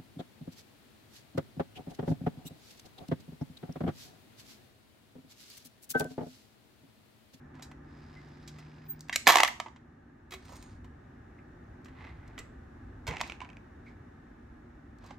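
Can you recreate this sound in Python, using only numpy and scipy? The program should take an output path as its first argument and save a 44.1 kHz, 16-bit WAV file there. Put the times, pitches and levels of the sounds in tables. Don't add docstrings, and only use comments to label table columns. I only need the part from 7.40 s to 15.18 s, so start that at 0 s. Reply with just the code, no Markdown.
import sys
import numpy as np
from scipy import signal
from scipy.fft import rfft, irfft, next_fast_len
from scipy.io import wavfile
from scipy.ndimage import uniform_filter1d

SR = 44100
rng = np.random.default_rng(int(sys.argv[2]) if len(sys.argv) > 2 else 0)


def master(y):
    cut = np.clip(np.atleast_2d(y).T, -1, 1)
    pcm = np.round(cut * 32767)
    wavfile.write(sys.argv[1], SR, pcm.astype(np.int16))


N = 343098
T = np.arange(N) / SR

# (time [s], level [dB])
VENT_LEVEL = [(0, -52.5), (.6, -52), (1.8, -55), (2.3, -56), (2.75, -56.5), (3.2, -53.5), (4.5, -51.5),
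              (6, -51.5), (7.78, -54)]
HANDLING_LEVEL = [(0, -76), (2.7, -70.5), (3.35, -49.5), (3.8, -59), (4.3, -55.5), (5.7, -50.5), (6.1, -61),
                  (7.78, -57)]
# (frequency [Hz], level [dB])
FAN_LINES = [(75.4, -73), (236.9, -65), (355.3, -72)]
# (time [s], frequency [Hz], level [dB])
HUM_TRACK = [(0, 145.8, -58.5), (.6, 147.7, -57), (1.05, 147.4, -56), (1.13, 151.4, -49.5),
             (1.4, 152.2, -54.5), (1.64, 153, -51.5), (1.75, 153, -69)]
# (time [s], length [s], level [dB], edge [dB], crest [0-1], resonance [Hz], boost [dB])
METAL_SLIDES = [(0.141, 0.16, -61, -5, 0.06, 1000, 12), (0.42, 1.43, -63, 0, 0.23, 5030, 8.5),
                (1.858, 0.088, -31.5, 7, 0.23, 4180, 12), (2.96, 0.44, -61, 5, 0.32, 8600, 10),
                (3.087, 0.13, -65, -19, 0.1, 704, 8), (4.422, 0.75, -62.5, -13, 0.32, 2000, 6),
                (4.536, .19, -53, -11, 0.77, 2015, 8), (5.669, 0.14, -43, -22, 0.08, 2100, 4),
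                (5.766, 0.21, -51, 0, .3, 2580, 12), (5.997, 0.08, -51.5, -18, 0.34, 1000, 2),
                (6.452, 0.089, -68, 2, 0.27, 2150, 5), (7.6, .17, -60.5, -1, .45, 1100, 6)]
# (time [s], frequency [Hz], level [dB], rise [s], t60 [s], waver [ratio])
METAL_RINGS = [(.752, 2050, -51, 0.019, 0.13, 0.03), (1.435, 15000, -64, .025, .2, .002),
               (1.476, 15120, -29, 0.032, 0.09, .002), (1.871, 12840, -25, .0016, .19, .004),
               (1.873, 12500, -23.5, .0016, 0.22, .014), (2.078, 12400, -37.5, 0.0025, 0.038, 0.0068),
               (1.727, 1904, -29.5, 0.0022, 0.089, .06), (2.0544, 1989, -22.5, 0.0008, 0.014, .01),
               (2.078, 1790, -19.5, 0.0011, 0.016, .01), (2.085, 2010, -21.5, 0.00048, 0.012, .01),
               (3.98, 2190, -55, 0.0072, .06, .09), (5.8121, 950, -31.5, 0.0014, 0.046, 0.053),
               (6.015, 989, -39, 0.003, 0.1, 0.032), (6.462, 2180, -52.5, 0.0035, 0.19, 0.059),
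               (7.708, 832, -41, .003, 0.041, 0.054)]
BRASS_TICKS = [(.152, -34, 0, 0.5, 0.023), (.195, -26.5, 15, -6, 0.025), (.2225, -18.5, 2, 10, 0.11),
               (.314, -20.5, 8, -7, 0.033), (.886, -45, 2, 10, .03), (1.076, -19, -20, 8.5, 0.077),
               (1.185, -20.5, 4, -1, 0.078), (1.593, -44, 0, 17, .01), (1.607, -35.5, 7, 25.5, 0.011),
               (1.6845, -25, 2, 2, 0.017), (3.444, -26, 10, -4.5, 0.065), (4.446, -36.5, 0, 12, .025),
               (4.457, -21, 6, -6.5, 0.061), (4.483, -25, 3, -9, 0.038), (4.877, -37, -2, 8.5, .025),
               (4.978, -6, -2.5, -11, 0.13), (5.668, -9.5, 6, 0, .04), (5.676, -1.5, 0.5, -3, 0.081),
               (5.875, -26, 7, 7, 0.022), (7.585, -41.5, 0, 9, .02), (7.639, -30, 21.5, 1, 0.087),
               (7.661, -33.5, 16, 10, 0.081)]
STEEL_CLACKS = [(1.6953, 9, -7.5, -11, 0.015), (1.7268, 8.5, -17.5, 0.5, 0.16),
                (1.8695, 28.5, -6, -9, 0.011), (1.8745, 25.5, -1.5, 3.5, 0.025),
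                (1.8865, 21.5, -1, -.5, .025), (1.8915, 21, -1, 0.5, 0.025), (1.9, 20, 4, -5, 0.011),
                (1.9055, 17, -1, -1.5, 0.011), (1.9205, 15, 1, 3, 0.049), (1.941, 14.5, -1, -5.5, 0.015),
                (1.9557, 21, 2.5, -6.5, 0.0067), (1.9572, 20, 4, 2, .006), (1.9692, 20, -2.5, -2.5, 0.018),
                (1.9835, 16.5, -3, -2.5, 0.03), (2.0015, 20.5, 0, -13.5, 0.0066),
                (2.0038, 18.5, -0.5, 0.5, 0.007), (2.0322, 16.5, -2.5, -5, .007),
                (2.0338, 25, -4.5, -2, 0.0036), (2.0478, 13, -7, 0, 0.0094),
                (2.0772, 10.5, -10.5, -1.5, 0.0091), (2.2, 7.5, 0.5, -2, 0.027),
                (2.261, -8.5, 8.5, -10.5, .05), (2.282, -15.5, 2, -3, .04), (2.361, -15, -3, -5, 0.044),
                (5.735, -8.5, 5, -12, 0.019), (5.812, 8.5, 0.5, 1.5, 0.015), (6.015, -5, -3, -7, .06),
                (7.696, -23, 8, -8, 0.052), (7.707, -11, 6.5, -4, 0.053)]
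PART_SNAPS = [(1.7592, 13, -3, 0, .014), (4.989, -10, -2, 1, 0.038)]
LATCH_CATCHES = [(2.908, -22.5, 2, 4.5, .04), (2.919, -10, 3, -2.5, 0.13), (2.937, -11.5, 3.5, -1, 0.068)]
SPRING_SNAGS = [(3.052, -29, 3.1, 4, .04), (3.092, -27, 17.5, 3, 0.13), (3.12, -28, 23, 6.5, 0.17),
                (3.156, -34, 15, 14, 0.03), (3.166, -33.5, 17, 13, 0.022), (3.2255, -25, 0, 5, 0.02)]
# (body [dB], edge [dB], chatter t60 [s])
REBOUND_TONE = (0, -0.85, .012)
# (time [s], level [dB], mean gap [s], fall [dB/s])
HANDLE_RUNS = [(1.225, -23, 0.04, 8), (5.7, -16, 0.005, 90)]
REBOUND_RUNS = [(1.881, 15, .0062, 94.5), (1.976, 9, .006, 219.5), (2.053, 1, .0078, 399.5),
                (5.688, -12, 0.01, 81)]
# (time [s], level [dB])
HANDLE_SLIPS = [(5.6965, -7), (5.7105, -5), (5.7265, -8), (5.7685, 2), (5.7965, -7), (5.805, 4),
                (5.835, -7), (5.8405, -7), (5.8978, 1), (5.9205, -2), (6.0042, -5.5), (6.0475, -14),
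                (6.090, -14), (6.1005, -14), (6.1305, -19), (6.169, -13)]
FRAME_THUDS = [(1.8695, 11), (1.876, 18), (1.887, 18), (1.956, 7.5), (5.677, 0)]
BENCH_THUMPS = [(1.871, 9), (4.992, 9.5), (5.678, 18), (5.688, 13.5), (5.708, 12)]
# (frequency [Hz], gain [dB], t60 [s])
CASE_MODES = [(1998, 3, 0.12), (2140, -2, 0.03), (2660, -0.5, 0.055), (3240, -3, .08), (3893, 2.5, 0.072),
              (4210, 3, 0.13), (4750, 1.5, 0.025), (5220, 2, 0.062), (5954, 0, 0.051), (6687, -2.5, .045),
              (7660, 1, 0.046), (8200, -3, .08), (9000, 0, .08), (11670, 2.5, .045)]
FRAME_MODES = [(317.3, 2, 0.2), (501, -2, .18), (631, 3, .14), (700, 0, .17), (747.7, 0, .17),
               (890, 4.5, 0.17), (955, 3, .17), (990, 4, 0.14), (1092, -3, .18), (1152, 2.5, .22),
               (1308, 3, .22), (1664, -3.5, 0.22), (1745, -4, .17), (2130, 4, .2), (2381, 1.5, 0.17),
               (3944, 2, 0.21)]
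LATCH_MODES = [(376, 5.5, 0.15), (1047, -6, 0.058), (2035, -4, 0.098), (2190, -1.5, .09), (2487, -9, .07),
               (3270, 0, 0.05), (3930, 10, .015), (6230, 1, .04)]
SPRING_MODES = [(980, -7, .07), (2170, -6, .08), (3900, -11, .06), (5700, -2, .04), (6540, -7, 0.25),
                (6625, -8, .3), (6710, -3, 0.38), (8470, -1, .22), (8560, 2, 0.28), (8700, 2, 0.26),
                (11400, -3, .06)]
# (frequency [Hz], gain [dB])
VENT_SPECTRUM = [(20, -25), (45, -4.5), (72, 0), (130, -5), (190, -8), (250, -2), (350, -10), (450, -17),
                 (700, -21), (1100, -20.5), (1700, -22.5), (2200, -29), (2650, -37), (3500, -41),
                 (4200, -46.5), (5200, -49), (6400, -48.5), (10000, -58), (16000, -62)]
HANDLING_SPECTRUM = [(22, -21), (50, 1), (100, 0), (200, -24), (500, -45.5), (2000, -79.5)]
RUB_SPECTRUM = [(100, -21), (500, -4.5), (950, 5), (1400, -4), (2100, 1.5), (3000, -5.5), (4000, -4.5),
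                (7000, -15), (10500, -29), (16000, -27.5)]
BRASS_SPECTRUM = [(150, -16), (900, -1.5), (2200, 2.5), (4500, -4), (7500, -6), (10000, -13.5),
                  (13000, -7.5), (16000, -15)]
CREAK_SPECTRUM = [(200, -15), (900, -7.5), (1600, -15), (2100, -2), (2500, -.5), (3400, -15), (4300, -22),
                  (6500, -23), (11000, -42), (16000, -47)]
STEEL_SPECTRUM = [(100, -34.5), (230, -22), (320, -13.5), (480, -14.5), (650, -5.5), (780, -1.5), (950, 1),
                  (1150, -1), (1400, -10.5), (1900, -1.5), (2600, -8), (3200, -7.5), (4000, -10.5),
                  (5200, -14), (6500, -13.5), (10000, -23), (12800, -18), (16000, -32.5)]
SNAP_SPECTRUM = [(200, -11), (600, -12), (1000, -7), (1400, -10.5), (2300, 3), (3200, -7.5), (4200, -3),
                 (5200, -7), (6700, -6), (7250, 0), (7700, 1), (8400, -12.5), (10000, -15.5), (13000, -11),
                 (16000, -20)]
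THUD_SPECTRUM = [(60, -24.5), (150, -7.5), (230, -6.5), (330, 0), (480, -1.5), (700, -14), (2000, -50)]
BENCH_SPECTRUM = [(20, -19), (55, -1.5), (130, -4), (260, -14.5), (450, -10), (900, -41), (3000, -67.5)]
# (frequency [Hz], left minus right [dB])
PRESS_BALANCE = [(200, -1), (380, 0), (650, -8.5), (1300, -5), (2100, -2), (3500, -0.5), (6000, -0.5)]
# (frequency [Hz], t60 [s])
ROOM_DECAY = [(150, 0.3), (600, .27), (1100, 0.356), (3000, 0.28), (7000, 0.35), (12500, .22),
              (16000, 0.061)]


def undb(db):
    return 10 ** (np.asarray(db) / 20)


def curve(rows, column=1):
    rows = np.array(rows)
    return np.interp(T, rows[:, 0], rows[:, column])


def at_hz(points, hz):
    knots_hz, values = np.transpose(points)
    return np.interp(np.log(np.maximum(hz, 1)), np.log(knots_hz), values)


def fade(t, t60_s):
    return np.exp(-np.log(1000) * t / max(t60_s, .001))


def unit_rms(x):
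    return x / np.sqrt(np.mean(x ** 2))


def add(out, time_s, sound):
    start = int(time_s * SR)
    out[:, start:start + sound.shape[-1]] += sound[..., :N - start]


def colour(x, *spectra):
    size = 2 * next_fast_len(x.shape[-1] // 2 + 2048)
    hz = np.arange(size // 2 + 1) * SR / size
    gain_db = sum(at_hz(spectrum, hz) for spectrum in spectra)
    cepstrum = irfft(np.log(undb(gain_db)))
    cepstrum[1:size // 2] *= 2
    cepstrum[size // 2 + 1:] = 0
    return irfft(rfft(x, size) * np.exp(rfft(cepstrum)))[..., :x.shape[-1]]


def ripple(depth_db, count):
    gain_db = np.append(0, depth_db * rng.standard_normal(count))
    return np.column_stack([np.linspace(400, SR / 2, count + 1), gain_db])


def wander(size, window):
    return unit_rms(uniform_filter1d(rng.standard_normal(size), size=window))


def grains(size, rough, spread):
    noise = rng.standard_normal((4, size))
    return unit_rms((noise[0] + spread * noise[1:3]) * np.exp(rough * noise[3]))


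def contact(t60_s, snap, rise_s=.0006, size=6144):
    t = T[:size]
    force = grains(size, rough=.4, spread=.36) * fade(t, t60_s) * np.minimum(t / rise_s, 1)
    force /= np.sqrt(np.sum(force ** 2) / 2)
    force[:, int(rise_s * SR)] += snap
    force = colour(force, ripple(depth_db=4, count=130))
    band_power = uniform_filter1d(np.mean(np.abs(rfft(force)) ** 2, axis=0), size=130)
    flatten = np.column_stack([np.fft.rfftfreq(size, 1 / SR), -10 * np.log10(band_power)])
    return colour(force, flatten[1:])


def blows(rows, spectrum, snap, top_db, harden):
    out = np.zeros((2, N))
    for time_s, db, body_db, edge_db, t60_s in rows:
        treble_db = edge_db + top_db + harden * db
        tilt = [(1100, body_db), (1700, 0), (2700, 0),
                (4500, edge_db), (7500, edge_db), (11000, treble_db)]
        add(out, time_s, undb(db) * colour(contact(t60_s, snap), spectrum, tilt))
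    return out


def detuned_contacts(rows, spectrum, t60_s, snap, scatter=.07):
    out = np.zeros((2, N))
    for (time_s, db), chance in zip(rows, rng.uniform(-1, 1, len(rows))):
        shifted = [(hz * (1 + scatter * chance), gain_db) for hz, gain_db in spectrum]
        add(out, time_s, undb(db) * colour(contact(t60_s, snap), shifted))
    return out


def runs(rows, jitter, scatter_db, count):
    contacts = []
    index = np.arange(count)
    for start_s, db, gap_s, fall_db_per_s in rows:
        timing, strength = rng.uniform(-1, 1, (count, 2)).T
        delay_s = gap_s * (index + jitter * timing * (index > 0))
        contacts += zip(start_s + delay_s, db - fall_db_per_s * delay_s + scatter_db * strength)
    return contacts


def resonate(drive, modes, gain_db):
    t = T[:SR // 2]
    ring = sum(undb(db) * np.cos(2 * np.pi * hz * t) * fade(t, t60_s) for hz, db, t60_s in modes)
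    return undb(gain_db) * signal.fftconvolve(drive, ring[None], axes=1)[:, :N]


def ventilation():
    mid, side = rng.standard_normal((2, N))
    side = colour(side, [(110, -20.5), (280, -15), (600, 4), (1500, -4), (8000, -.5)])
    air = colour(np.array([mid + side, mid - side]), VENT_SPECTRUM, ripple(depth_db=2.5, count=400))
    fan = sum(undb(db) * np.sqrt(2) * np.sin(2 * np.pi * hz * T) for hz, db in FAN_LINES)
    return unit_rms(air) * undb(curve(VENT_LEVEL)) + fan


def hum():
    phase = 2 * np.pi * np.cumsum(curve(HUM_TRACK)) / SR
    return undb(curve(HUM_TRACK, column=2)) * np.sqrt(2) * np.sin(phase)


def handling():
    return unit_rms(colour(rng.standard_normal(N), HANDLING_SPECTRUM)) * undb(curve(HANDLING_LEVEL))


def metal_slides(grip_db=1.7, width_ratio=1.1):
    out = np.zeros((2, N))
    for time_s, length_s, db, edge_db, crest, hz, boost_db in METAL_SLIDES:
        size = int(length_s * SR)
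        progress = np.interp(np.linspace(0, 1, size), [0, crest, 1], [0, .5, 1])
        swell = np.sin(np.pi * progress) ** .8
        resonance = [(hz / width_ratio, 0), (hz, boost_db), (hz * width_ratio, 0)]
        tilt = [(2500, 0), (5500, edge_db)]
        slips = colour(grains(size, rough=.9, spread=.56), RUB_SPECTRUM, resonance, tilt)
        grip = undb(grip_db * wander(size, window=300))
        add(out, time_s, undb(db) * unit_rms(slips * grip) * swell)
    return out


def brass_cases():
    ticks = blows(BRASS_TICKS, BRASS_SPECTRUM, snap=.094, top_db=-6, harden=.025)
    return ticks + resonate(ticks, CASE_MODES, gain_db=-49)


def metal_rings():
    out, t = np.zeros((2, N)), T[:SR // 2]
    for time_s, hz, db, rise_s, t60_s, waver in METAL_RINGS:
        pitch_hz = hz * (1 + waver * wander(len(t), window=120))
        envelope = np.minimum(t / rise_s, 1) ** 2 * fade(np.maximum(t - rise_s, 0), t60_s)
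        add(out, time_s, undb(db) * envelope * np.sin(2 * np.pi * np.cumsum(pitch_hz) / SR))
    return out


def handle_creak():
    soft_slips = runs(HANDLE_RUNS, jitter=.3, scatter_db=5, count=9)
    soft = detuned_contacts(soft_slips, CREAK_SPECTRUM, t60_s=.029, snap=.12)
    return soft + detuned_contacts(HANDLE_SLIPS, CREAK_SPECTRUM, t60_s=.011, snap=.85)


def steel_linkage():
    rattle = runs(REBOUND_RUNS, jitter=.4, scatter_db=5.5, count=12)
    rebounds = [(time_s, db, *REBOUND_TONE) for time_s, db in rattle]
    clatter = blows(STEEL_CLACKS + rebounds, STEEL_SPECTRUM, snap=.4, top_db=-13, harden=.48)
    frame_ring = resonate(clatter, FRAME_MODES, gain_db=-64)
    return clatter + frame_ring + resonate(clatter, CASE_MODES, gain_db=-63)


def sprung_part():
    return blows(PART_SNAPS, SNAP_SPECTRUM, snap=.3, top_db=-1, harden=.03)


def frame_thuds():
    return detuned_contacts(FRAME_THUDS, THUD_SPECTRUM, t60_s=.03, snap=1.1)


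def bench_thumps():
    return detuned_contacts(BENCH_THUMPS, BENCH_SPECTRUM, t60_s=.22, snap=.29).mean(axis=0)


def latch():
    clicks = blows(LATCH_CATCHES, BRASS_SPECTRUM, snap=.077, top_db=-.5, harden=.027)
    return clicks + resonate(clicks, LATCH_MODES, gain_db=-37)


def spring():
    snags = blows(SPRING_SNAGS, BRASS_SPECTRUM, snap=.08, top_db=-1, harden=.032)
    return snags + resonate(snags, SPRING_MODES, gain_db=-40)


def room(direct, gain_db, rise_s):
    t = T[:SR * 2 // 3]
    hz = np.fft.rfftfreq(len(t), 1 / SR)
    noise = rfft(rng.standard_normal((2, len(t))))
    centres_hz = np.geomspace(125, 16000, 8)
    tail = 0
    for centre_hz, weights in zip(centres_hz, np.eye(len(centres_hz))):
        band = irfft(noise * at_hz(list(zip(centres_hz, weights)), hz), len(t))
        tail += band * fade(t, at_hz(ROOM_DECAY, centre_hz))
    tail *= np.minimum(t / rise_s, 1) ** 2
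    tail /= np.sqrt(np.sum(tail ** 2) / 2)
    return undb(gain_db) * signal.fftconvolve(direct, tail, axes=1)[:, :N]


def scene():
    parts = steel_linkage() + brass_cases() + latch() + spring() + sprung_part() + frame_thuds()
    press = undb(-1.5) * (parts + metal_slides()) + metal_rings() + handle_creak() + bench_thumps()
    direct = np.array([colour(press[0], [(hz, db / 2) for hz, db in PRESS_BALANCE]),
                       colour(press[1], [(hz, -db / 2) for hz, db in PRESS_BALANCE])])
    echoes = room(direct, gain_db=-13, rise_s=.0054)
    left, right = direct + echoes + ventilation() + hum() + handling()
    return np.array([np.append(0, left[:-1]), right])


def record(dry):
    ceiling, cutoff_hz = .84, 16200
    lowpass = signal.ellip(8, .2, 70, cutoff_hz, fs=SR, output="sos")
    return signal.sosfilt(lowpass, ceiling * np.tanh(dry / ceiling))


dry = scene()
out = record(dry)
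master(out)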